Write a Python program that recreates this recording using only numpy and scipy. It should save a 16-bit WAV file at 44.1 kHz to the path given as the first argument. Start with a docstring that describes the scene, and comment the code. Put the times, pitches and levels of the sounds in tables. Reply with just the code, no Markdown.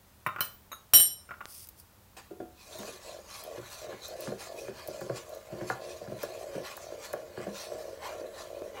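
"""In a small, hard kitchen, a steel spoon is laid on a stone counter, where it chatters and rings.
A wet wooden spatula slides off a plate, fingers steady a small saucepan, and the spatula stirs powder into
a thick liquid, two or three turns a second: it judders over the bottom, scrapes along the wall, knocks the pan.
Metal rings are fading tones, knocks are brief noises through resonances, rubbing is a rush of random tiny pushes."""
import sys
import numpy as np
from scipy import signal
from scipy.fft import rfft, irfft, next_fast_len
from scipy.io import wavfile
from scipy.ndimage import uniform_filter1d, map_coordinates

SR = 44100
rng = np.random.default_rng(int(sys.argv[2]) if len(sys.argv) > 2 else 0)


def store_wav(level_fs):
    """Save 16-bit WAV to argv[1]."""
    pcm = np.round(np.clip(np.atleast_2d(level_fs), -1, 1) * 32767)
    wavfile.write(sys.argv[1], SR, pcm.T.astype(np.int16))


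N = 388080  # length in samples

# In all tables the levels are relative: each sound adds its own fixed offsets. "Fade time" is for 60 dB.

# Colour of the room noise. Each row: frequency in Hz, level in dB.
FLOOR_COLOUR = [(12, -46.5), (20, -13.5), (86, -0.5), (172, -14), (204, -4.5), (228, -15), (738, -18),
                (897, -17), (2320, -25.5), (4670, -27), (5380, -28), (7950, -28), (9400, -29),
                (16000, -24.5)]
HUSH_DB = -58.5  # level of the room noise
# How long the kitchen echoes. Each row: frequency in Hz, fade time in seconds.
KITCHEN_FADE = [(100, 0.22), (500, 0.41), (2000, 0.27), (8000, 0.31), (15000, 0.12)]
TOP_HZ = 15900  # middle of the cutoff at the top of the microphone's band
# One dry click: start in seconds, peak level in dB.
DRY_CLICK = (1.4559, -23)

# Dull clacks of utensils and crockery on the counter. Each row: start in seconds, level in dB.
COUNTER_CLACKS = [(0.264, -12), (0.27, -16.5), (0.289, -25.5), (0.362, -24), (0.386, -27), (0.393, -26),
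                  (0.409, -19.5), (0.717, -30), (0.729, -29), (0.935, -21.5), (1.291, -34.5),
                  (1.309, -25.5), (1.316, -31), (1.34, -37), (1.407, -31), (1.412, -29)]
# Colour of a clack. Each row: frequency in Hz, level in dB.
CLACK_COLOUR = [(59, -50), (100, -7.5), (271, -18.5), (608, -10.5), (818, -13), (1420, 1), (1580, -10),
                (2860, -16.5), (3320, -28.5), (3780, -25.5), (4110, -54), (9020, -57), (13200, -36),
                (15000, -29.5), (16000, -35.5)]
# Hollow ring of the clacks. Each row: frequency in Hz, width in Hz, level in dB.
STONE_RING = [(1057, 64, -4), (1232, 32, 5.5), (1310, 110, -2.5), (1581, 23, -10.5), (3530, 25, -22.5)]

# The spoon strikes the stone. Each row: start in seconds, contact level in dB, ring level in dB,
# ring length as a share of full length (0-1).
SPOON_STRIKES = [(0.407, -18.5, -33.5, 0.27), (.936, -9, -10.5, 1), (.944, -12.5, -21, .08),
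                 (0.961, -21.5, -26, .2), (1.0, -17, -30.5, .3)]
# Tones of the spoon's steel. Each row: frequency in Hz, level in dB, fade time in seconds at full length.
STEEL_TONES = [(3029, -7, .28), (3402, -26, .3), (3934, -13, .32), (3957, -17, .3), (5336, -17, .48),
               (5631, -2.5, .26), (7372, -14.5, .34), (7411, -12, .34), (8912, -2.5, .3), (9112, -14, .25),
               (11562, 2, .29), (11680, -15, .22), (11786, -14, .2), (12340, -10, .27), (13743, -7, .25),
               (14640, -9, .2), (14700, -12, .2), (14850, -2.5, .22)]
# The spoon's bowl first bumps the counter: start in seconds, ring level in dB.
BOWL_BUMP = (.264, -37)
# Tones of that bump. Each row: frequency in Hz, level in dB, fade time in seconds at full length.
BOWL_TONES = [(3700, -10, 0.41), (10640, 2, 0.035), (12860, -12, .2), (13740, -5, 0.17), (15000, -2, 0.18)]
# The spoon touches down while still in the fingers: start in seconds, ring level in dB.
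HELD_TOUCH = (.408, -31)
# Tones of that touch. Each row: frequency in Hz, level in dB, fade time in seconds at full length.
TIP_TONES = [(3040, -2.5, 0.19), (4090, 1.5, 0.06), (5170, -9, 0.14), (8900, -7, 0.22), (11540, -21, .28),
             (12350, -8.5, 0.46), (14790, -8, 0.53)]
# Light taps of the spoon's handle. Each row: start in seconds, level in dB.
HANDLE_TAPS = [(.718, -35), (.729, -39)]
# Tones of those taps. Each row: frequency in Hz, level in dB, fade time in seconds at full length.
HANDLE_TONES = [(3820, -3, .18), (6580, 0.5, 0.049), (9695, -16, .18), (13300, -7, .09)]

# The spatula slides off the plate. Each row: start in seconds, length in seconds, hiss level in dB.
PLATE_SLIDES = [(1.495, 0.15, -51), (1.795, .005, -55)]
# Colour of that hiss. Each row: frequency in Hz, level in dB.
SMEAR_COLOUR = [(1180, -56), (2000, -17), (3340, -13), (4050, -16), (4940, -2.5), (7310, -12), (9010, -3),
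                (14400, -7), (16000, -5)]
# Sticky ticks of the wet mixture. Each row: start in seconds, level in dB.
STICKY_TICKS = [(1.6717, -31), (1.6887, -29.5), (1.8, -33.5), (2.1672, -50), (2.7864, -33), (3.4378, -31),
                (4.0818, -32), (4.2067, -28), (4.875, -27), (4.8834, -30.5), (5.009, -33), (5.2936, -37),
                (5.3485, -36.5), (6.231, -26), (6.7687, -31), (7.1306, -25)]
# Colour of a tick. Each row: frequency in Hz, level in dB.
TICK_COLOUR = [(500, -24), (3000, -15.5), (9000, -7), (13500, -1.5), (16000, 2)]

# Thumps against the pan and the counter. Each row: start in seconds, then the levels of
# thud, body and edge in dB.
PAN_KNOCKS = [(2.168, -54, -52, -67), (2.307, -34, -42.5, -66), (2.402, -31.5, -33.5, -45),
              (2.788, -33.5, -39, -61), (2.831, -42, -40, -38.5), (2.879, -37.5, -36, -42),
              (3.575, -35.5, -47, -45), (3.866, -46, -52, -44), (3.926, -36, -46, -38),
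              (4.273, -25.5, -39, -34.5), (4.32, -33, -29.5, -40.5), (4.681, -31, -35, -39.5),
              (4.884, -35, -31.5, -55), (5.012, -29, -48, -36.5), (5.097, -27, -24, -35),
              (5.52, -28.5, -37.5, -49), (5.611, -25.5, -33.5, -37), (5.700, -29.5, -30, -20),
              (6.015, -42, -36, -66), (6.075, -32.5, -53, -43.5), (6.119, -33, -31.5, -49),
              (6.233, -38.5, -26.5, -33.5), (6.549, -27.5, -34, -53), (6.578, -41, -27.5, -58),
              (6.775, -51, -50, -36.5), (6.921, -56, -34.5, -55), (7.135, -37.5, -25, -30.5),
              (7.374, -27, -40, -36), (7.401, -37, -34, -40.5), (7.467, -28.5, -27.5, -42),
              (7.718, -44.5, -31, -46.5), (7.751, -48, -37.5, -50), (8.211, -62, -33, -49),
              (8.242, -56, -34, -48), (8.617, -53, -30.5, -53)]
# Thud: the pan on the counter. Each row: frequency in Hz, width in Hz, level in dB.
THUD_RESONANCES = [(122.4, 15, 1), (205, 15.3, 1), (258, 31, -7.5), (367.5, 37.6, 1.5)]
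# Body: the air in the pan. Each row: frequency in Hz, width in Hz, level in dB.
BODY_RESONANCES = [(365, 26.5, -5.5), (464, 29.4, -0.5), (565, 112, 2.5), (611, 106, 2.5)]
# Edge: the wall of the pan. Each row: frequency in Hz, width in Hz, level in dB.
EDGE_RESONANCES = [(768, 50, 4.5), (1094, 280, 2), (1152, 135, 5), (1404, 58, -1), (1686, 83, 0.5),
                   (2060, 200, -15), (2630, 150, -30), (3920, 210, -27)]
# Tones of the pan's metal. Each row: frequency in Hz, level in dB, fade time in seconds at full length.
PAN_TONES = [(251, -7.5, 0.42), (331, 8.5, 0.27), (488, -7.5, 0.24), (726, 3, 0.41), (1400, -9.5, 0.29)]
GRIP_S = 2.6  # from here on the fingers damp the pan

# The blade swipes along the wall, between pushes and during them. Each row: start in seconds,
# length in seconds, rasp level in dB, grit level in dB.
WALL_SCRAPES = [(2.6, 0.17, -61, -57), (2.735, 0.19, -53.5, -50.5), (3.04, 0.087, -54.5, -52.5),
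                (3.305, 0.13, -50.5, -50.5), (3.55, 0.18, -53.5, -61), (3.69, 0.13, -53.5, -50),
                (3.92, 0.016, -49.5, -65), (4.045, 0.022, -51.5, -45.5), (4.21, 0.073, -57.5, -51),
                (4.405, 0.046, -48.5, -49.5), (4.59, 0.028, -67, -49.5), (4.785, 0.02, -46, -51),
                (4.87, 0.17, -76, -56.5), (5.165, 0.023, -45.5, -48), (5.54, 0.13, -54, -69),
                (5.685, 0.017, -54, -48), (5.83, 0.14, -66.5, -57), (6.2, 0.037, -48.5, -50),
                (6.31, 0.13, -59, -57), (6.55, 0.02, -47.5, -55.5), (6.665, 0.04, -41.5, -47),
                (6.775, 0.073, -57, -53.5), (7.025, 0.046, -47, -49), (7.39, 0.051, -48.5, -57.5),
                (7.56, 0.082, -49, -46.5), (7.73, .1, -59, -60), (8.04, 0.035, -38.5, -49.5),
                (8.38, 0.035, -45.5, -50), (8.785, .03, -40.5, -59)]
SCRAPE_ATTACK_S, SCRAPE_RELEASE_S = 0.065, 0.11  # time to swell and to fade by 20 dB
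# Fingers brush the pan as they take hold. Each row: start in seconds, length in seconds,
# rasp level in dB, grit level in dB.
FINGER_TOUCH = [(2.168, .012, -48, -53.5)]
# Colour of the rasp. Each row: frequency in Hz, level in dB.
RASP_COLOUR = [(440, -20), (750, -7), (778, -4), (945, -4.5), (1040, 0.5), (1150, 2), (1260, -6.5),
               (1440, -0.5), (1650, -6), (2380, -6), (2570, -19), (2850, -12), (3200, -9), (4160, -62),
               (7040, -120)]
# Colour of the grit. Each row: frequency in Hz, level in dB.
GRIT_COLOUR = [(1290, -18), (2200, -10), (2550, 0.5), (2850, -11.5), (4070, -1), (5300, -5.5), (6260, -3),
               (6580, -5), (8950, -10.5), (10700, -11.5), (12900, -14.5), (14800, -20), (16000, -13)]
# The hollow of the pan. Each row: frequency in Hz, width in Hz, level in dB.
WALL_RESONANCES = [(1046, 19, -4), (1527, 270, 14.5), (1730, 68, 2), (2324, 49, 7), (4130, 56, -10),
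                   (6440, 43, 8.5), (7500, 173, -13)]

# The blade pushes the mixture over the bottom, about once a turn. Each row: start in seconds,
# length in seconds, level in dB.
BOTTOM_PUSHES = [(2.727, .16, -47), (3.074, 0.12, -46.5), (3.468, 0.12, -43), (3.844, 0.085, -42),
                 (4.112, 0.2, -42.5), (4.495, 0.19, -44), (4.88, 0.2, -43.5), (5.31, 0.066, -43.5),
                 (5.513, 0.15, -45.5), (5.807, 0.15, -43.5), (6.039, 0.14, -47.5), (6.299, 0.33, -43),
                 (6.849, 0.145, -46), (7.142, 0.094, -46), (7.444, 0.098, -48), (7.684, 0.25, -43.5),
                 (8.1, 0.16, -43.5), (8.519, .15, -43.5)]
PUSH_ATTACK_S, PUSH_RELEASE_S = 0.078, 0.046  # time to swell and to fade by 20 dB
PUSH_RASP_DB, PUSH_GRIT_DB = -14, -18.5  # rasp and grit gain of a push, relative to its judder gain
CREST_DB = 1  # every stroke is firmest halfway through, by this much over its ends
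# Colour of the judder. Each row: frequency in Hz, level in dB.
JUDDER_COLOUR = [(76, -92), (130, -7), (194, -32), (226, -21.5), (363, -4), (397, -11.5), (467, -4.5),
                 (497, -10), (589, -7), (700, -8), (805, -27), (945, -25), (1100, -22), (1430, -62.5),
                 (2420, -120)]
# The air under the blade. Each row: frequency in Hz, width in Hz, level in dB.
CAVITY_RESONANCE = [(576, 111, 0)]
NOTE_SAG, NOTE_WAVER = 0.06, 0.03  # depth of the note's fall, to either side, and waver (shares of its pitch)
STIR_S = 2.73  # from here on the blade always drags a little
DRAG_JUDDER_DB, DRAG_RASP_DB, DRAG_GRIT_DB = -61.5, -59, -63.5  # gain of that drag at its start
THICKEN_DB_PER_S = 2.5  # the drag judders more as the powder thickens the liquid


def amp(db):
    """Decibels to gain."""
    return 10 ** (np.asarray(db) / 20)


def unit(x):
    """Scale to an average (rms) level of 1."""
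    return x / np.sqrt(np.mean(x ** 2) + 1e-20)


def peaked(x):
    """Scale to peak 1."""
    return x / np.abs(x).max()


def along(points, hz):
    """Read a curve of (Hz, value) points on a logarithmic frequency axis."""
    point_hz, value = np.transpose(points)
    return np.interp(np.log(hz + 1), np.log(point_hz + 1), value)


def wobble(rate, size):
    """A smooth random curve through `rate` random points a second."""
    points = rng.standard_normal(size // 50)
    return map_coordinates(points, [np.arange(size) * rate / SR], mode="wrap")


def filtered(x, response):
    """Multiply the spectrum of x by a response of frequency."""
    size = next_fast_len(len(x) + SR // 4)
    hz = np.fft.rfftfreq(size, 1 / SR)
    return irfft(rfft(x, size) * response(hz), size)[:len(x)]


def coloured(x, spectrum):
    """Give x the tone colour of (Hz, dB) points, with a filter that never sounds before its input."""
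    size = 4096
    gain = amp(along(spectrum, np.fft.rfftfreq(size, 1 / SR)))
    cepstrum = irfft(np.log(gain + 1e-6))
    # folding the cepstrum onto its first half makes the filter react as early as it can (minimum phase)
    fold = 1 + np.sign(size // 2 - np.arange(size))
    fold[0] = 1
    kernel = irfft(np.exp(rfft(cepstrum * fold)))
    return signal.fftconvolve(x, kernel)[:len(x)]


def resonant(x, peaks):
    """Pass x through side-by-side resonances of (Hz, width Hz, dB), with alternating signs."""
    def response(hz):
        total = 0
        for k, (centre, width, db) in enumerate(peaks):
            loss = 1j * hz * width
            total = total + (-1) ** k * amp(db) * loss / (centre * centre - hz * hz + loss)
        return total
    return filtered(x, response)


def add(track, s, sound):
    """Mix a sound into the track at time s."""
    part = track[round(s * SR):][:len(sound)]
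    part += sound[:len(part)]


def burst(t60):
    """Noise that dies away by 60 dB in t60 seconds."""
    t = np.arange(SR // 3) / SR
    return amp(-60 * t / t60) * rng.standard_normal(len(t))


def contact(t60, chatter):
    """One push, together with the brief noisy chatter of the touching surfaces."""
    rattle = burst(t60)
    return signal.unit_impulse(len(rattle)) + chatter * rattle / np.linalg.norm(rattle)


def ring(modes, length, waver, rattle_s=0):
    """Fading tones that waver as the metal rocks; while it rattles they fade at half speed and sound rough."""
    t = np.arange(SR // 2) / SR
    age = t - 0.5 * np.minimum(t, rattle_s)
    roughness = np.clip(2 - t / (rattle_s + 1e-6), 0, 1)

    def swirl(rate):  # random change of both strength and phase
        return wobble(rate, len(t)) + 1j * wobble(rate, len(t))

    tones = 0
    for hz, db, t60 in modes:
        fade = amp(db - 60 * age / (t60 * length))
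        sway = 1 + waver * (swirl(45) + 0.5 * swirl(470) * roughness)
        tones = tones + fade * sway * np.exp(2j * np.pi * (hz * t + rng.random()))
    onset = 1 - np.exp(-t / 0.0005)
    return tones.real * onset / np.linalg.norm([amp(db) for hz, db, t60 in modes])


def slips(rate, spread_db):
    """Random tiny pushes of uneven size and direction, about `rate` a second."""
    happens = rng.random(N) < rate / SR
    direction = rng.choice([-1, 1], N)
    return happens * direction * amp(spread_db * np.clip(rng.standard_normal(N), -2, 2))


def steady(x, span):
    """Even out the loudness over about span seconds, near 1, keeping the faster grain."""
    size = max(int(span * SR), 1)
    power = np.abs(uniform_filter1d(uniform_filter1d(x ** 2, size), size))
    return x / np.sqrt(power + np.mean(x ** 2) / 20)


def room(x, wet_db):
    """Direct sound plus a noisy kitchen echo, 4 ms later, whose fade time depends on the frequency."""
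    hz, t, z = signal.stft(rng.standard_normal(SR // 2), SR, nperseg=256)
    fade = amp(-60 * t / along(KITCHEN_FADE, hz)[:, None])
    tail = signal.istft(z * fade, SR, nperseg=256)[1]
    echo = signal.fftconvolve(x, np.pad(tail, (SR // 250, 0)) / np.linalg.norm(tail))
    return x + amp(wet_db) * echo[:len(x)]


def strokes(rows, attack_s, release_s):
    """Swell, crest and fade for each (s, length, dB, ..) row: a gain per sample for each dB column."""
    t = np.arange(N) / SR
    power = np.zeros((len(rows[0]) - 2, N))
    for s, length, *levels in rows:
        near = slice(*np.searchsorted(t, [s - 2 * attack_s, s + length + 2 * release_s]))
        age = t[near] - s
        outside = np.maximum(-age / attack_s, (age - length) / release_s)
        fade_db = -20 * np.maximum(0, outside)
        crest_db = CREST_DB * (np.sin(np.pi * np.clip(age / length, 0, 1)) - 0.5)
        power[:, near] += amp(np.add.outer(levels, fade_db + crest_db)) ** 2
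    return np.sqrt(power)


def hush():
    """The quiet background of the kitchen: steady coloured noise."""
    return amp(HUSH_DB) * unit(coloured(rng.standard_normal(N), FLOOR_COLOUR))


def click():
    """A single very short dry click without echo: an impulse and a flash of noise."""
    out = np.zeros(N)
    s, db = DRY_CLICK
    colour = [(300, -5.0), (5000, -7), (7500, -11), (9000, -24.5)]  # (Hz, dB)
    add(out, s, amp(db) * peaked(coloured(contact(t60=0.0028, chatter=0.43), colour)))
    return out


def clacks():
    """Short dull contacts with the stone, each with a brief hollow ring."""
    out = np.zeros(N)
    for s, db in COUNTER_CLACKS:
        blow = contact(t60=0.035, chatter=1.6)
        add(out, s, amp(db - 3.5) * peaked(coloured(blow, CLACK_COLOUR)))
        add(out, s, amp(db - 14.0) * peaked(resonant(blow, STONE_RING)))
    return room(out, wet_db=-8.5)


def spoon():
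    """Each bounce cracks, thumps the counter and rings; bowl, tip and handle have thin notes of their own."""
    crack_colour = [(300, -18.0), (2000, -10.0), (4000, -13.5), (9500, -14),
                    (11500, -1.0), (13000, -11.0), (14700, 6.0), (16000, -15.5)]  # (Hz, dB)
    thump_colour = [(20, -11), (60, -6.0), (125, -4.5), (300, -12.5), (550, -12), (900, -35)]  # (Hz, dB)
    cracks, tones = np.zeros(N), np.zeros(N)
    for s, db, ring_db, length in SPOON_STRIKES:
        crack = coloured(contact(t60=0.014, chatter=2.0), crack_colour)
        thump = coloured(contact(t60=0.038, chatter=3.1), thump_colour)
        add(cracks, s, amp(db + 4.5) * peaked(crack) + amp(db - 20) * peaked(thump))
        add(tones, s, amp(ring_db) * ring(STEEL_TONES, length, waver=0.45, rattle_s=0.1 * length))
    s, db = HELD_TOUCH
    add(tones, s, amp(db) * ring(TIP_TONES, 0.82, waver=1.0))
    s, db = BOWL_BUMP
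    add(tones, s, amp(db) * ring(BOWL_TONES, 0.59, waver=0.56))
    for s, db in HANDLE_TAPS:
        add(tones, s, amp(db) * peaked(ring(HANDLE_TONES, 0.76, waver=0.9, rattle_s=0.03)))
    return room(cracks, wet_db=0) + room(tones, wet_db=-10.0)


def sticky():
    """The wet blade hisses off the plate in tiny slips; threads and bubbles of the mixture snap."""
    slide_gain = strokes(PLATE_SLIDES, attack_s=0.05, release_s=0.035)[0]
    hiss = unit(coloured(slips(rate=7700, spread_db=6), SMEAR_COLOUR))
    out = slide_gain * amp(3.0) * hiss
    for s, db in STICKY_TICKS:
        add(out, s, amp(db + 2) * peaked(coloured(contact(t60=0.027, chatter=2.7), TICK_COLOUR)))
    return room(out, wet_db=-12)


def knocks():
    """The spatula bumps the pan: its air, wall and metal sound at once, then it rocks on the counter."""
    out = np.zeros(N)
    for s, thud_db, body_db, edge_db in PAN_KNOCKS:
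        rocking = contact(t60=0.06, chatter=3.8)
        blow = contact(t60=0.14, chatter=0.56)
        body = amp(body_db + 1.5) * peaked(resonant(blow, BODY_RESONANCES))
        edge = amp(edge_db + 3.5) * peaked(resonant(blow, EDGE_RESONANCES))
        thud = amp(thud_db - 4) * peaked(resonant(rocking, THUD_RESONANCES))
        add(out, s, room(body + edge, wet_db=-9.0))
        add(out, s + 0.004, room(thud, wet_db=-3.5))
        # held by the fingers, the metal rings more softly and briefly
        ring_db, length = (-3, 1) if s < GRIP_S else (-15, 0.4)
        add(out, s, amp(body_db + ring_db) * ring(PAN_TONES, length, waver=0.055))
    return out


def drag(db, growth=0):
    """Gain of the blade's constant light contact, growing by so many dB a second."""
    since = np.arange(N) / SR - STIR_S
    return amp(db + growth * since) * np.clip(since / SCRAPE_ATTACK_S, 0, 1)


def rubbing():
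    """Gains of rasp and grit: swipes on the wall, a share of each push, the light drag and the fingers."""
    swipes = strokes(WALL_SCRAPES, SCRAPE_ATTACK_S, SCRAPE_RELEASE_S)
    pushes = amp([[PUSH_RASP_DB], [PUSH_GRIT_DB]]) * strokes(BOTTOM_PUSHES, PUSH_ATTACK_S, PUSH_RELEASE_S)
    light_drag = [drag(DRAG_RASP_DB), drag(DRAG_GRIT_DB)]
    fingers = strokes(FINGER_TOUCH, attack_s=0.0028, release_s=0.12)
    return np.linalg.norm([swipes, pushes, light_drag, fingers], axis=0)  # powers add up


def shifting(x, depth_db, width_hz, rate):
    """Resonances come and go as the blade opens and closes gaps in the pan."""
    hz, t, z = signal.stft(x, SR, nperseg=512)
    knots = rng.standard_normal((200, 300))
    # a smooth random map over frequency and time
    places = np.meshgrid(hz / width_hz, t * rate, indexing="ij")
    field = map_coordinates(knots, places, order=2, mode="wrap")
    return unit(signal.istft(z * amp(depth_db * field), SR, nperseg=512)[1][:N])


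def scraping():
    """Wet powder grains rasp and hiss in many tiny slips between the blade and the wall."""
    def hollow(x, share):
        return unit(x) + share * unit(resonant(x, WALL_RESONANCES))

    rasp = coloured(hollow(slips(rate=1100, spread_db=3), share=0.24), RASP_COLOUR)
    grit = coloured(hollow(slips(rate=3500, spread_db=-3.0), share=0.34), GRIT_COLOUR)
    rasp = shifting(room(rasp, wet_db=4.0), depth_db=3.5, width_hz=129.7, rate=16)
    grit = shifting(room(grit, wet_db=-8.0), depth_db=2.0, width_hz=980, rate=12)  # broad changes of colour
    grit = shifting(grit, depth_db=4.5, width_hz=120, rate=34)  # fine, quick changes of colour
    rasp_gain, grit_gain = rubbing()
    rasp = amp(-2.5) * rasp_gain * steady(rasp, span=0.04)
    grit = amp(1.68) * grit_gain * steady(grit, span=0.06)
    grip = amp(1.42 * wobble(40, N))  # the blade catches and lets go
    return grip * (rasp + grit)


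def judder():
    """Wood sticks and slips on the bottom; the hollow note sags through each push and recovers before the next."""
    ends = [end for s, length, db in BOTTOM_PUSHES for end in (s, s + length)]
    swing = np.interp(np.arange(N) / SR, np.sort(ends), np.tile([1, -1], len(BOTTOM_PUSHES)))
    note = 1 + NOTE_SAG * swing + NOTE_WAVER * wobble(18, N)
    pulses = coloured(slips(rate=150, spread_db=2.5), JUDDER_COLOUR)
    hollow = unit(resonant(pulses, CAVITY_RESONANCE)) + 0.27 * unit(pulses)
    gliding = map_coordinates(hollow, [np.cumsum(note)], mode="wrap")  # played faster or slower to bend the pitch
    heard = room(gliding, wet_db=-7)
    push_gain = strokes(BOTTOM_PUSHES, PUSH_ATTACK_S, PUSH_RELEASE_S)[0]
    force = np.hypot(push_gain, drag(DRAG_JUDDER_DB, THICKEN_DB_PER_S))
    return force * steady(heard, span=0.03)


def scene():
    """Everything on the counter, heard from just above the pan, as one channel."""
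    utensils = clacks() + spoon() + sticky()
    stirring = knocks() + scraping() + judder()
    return (hush() + click() + utensils + stirring)[None]


def record(dry):
    """The microphone's band ends in a narrow slope, above which nothing is kept."""
    edge_hz = 400  # width of the slope

    def response(hz):
        return np.clip(0.5 + (TOP_HZ - hz) / edge_hz, 0, 1)

    return np.array([filtered(channel, response) for channel in dry])


dry = scene()
out = record(dry)
store_wav(out)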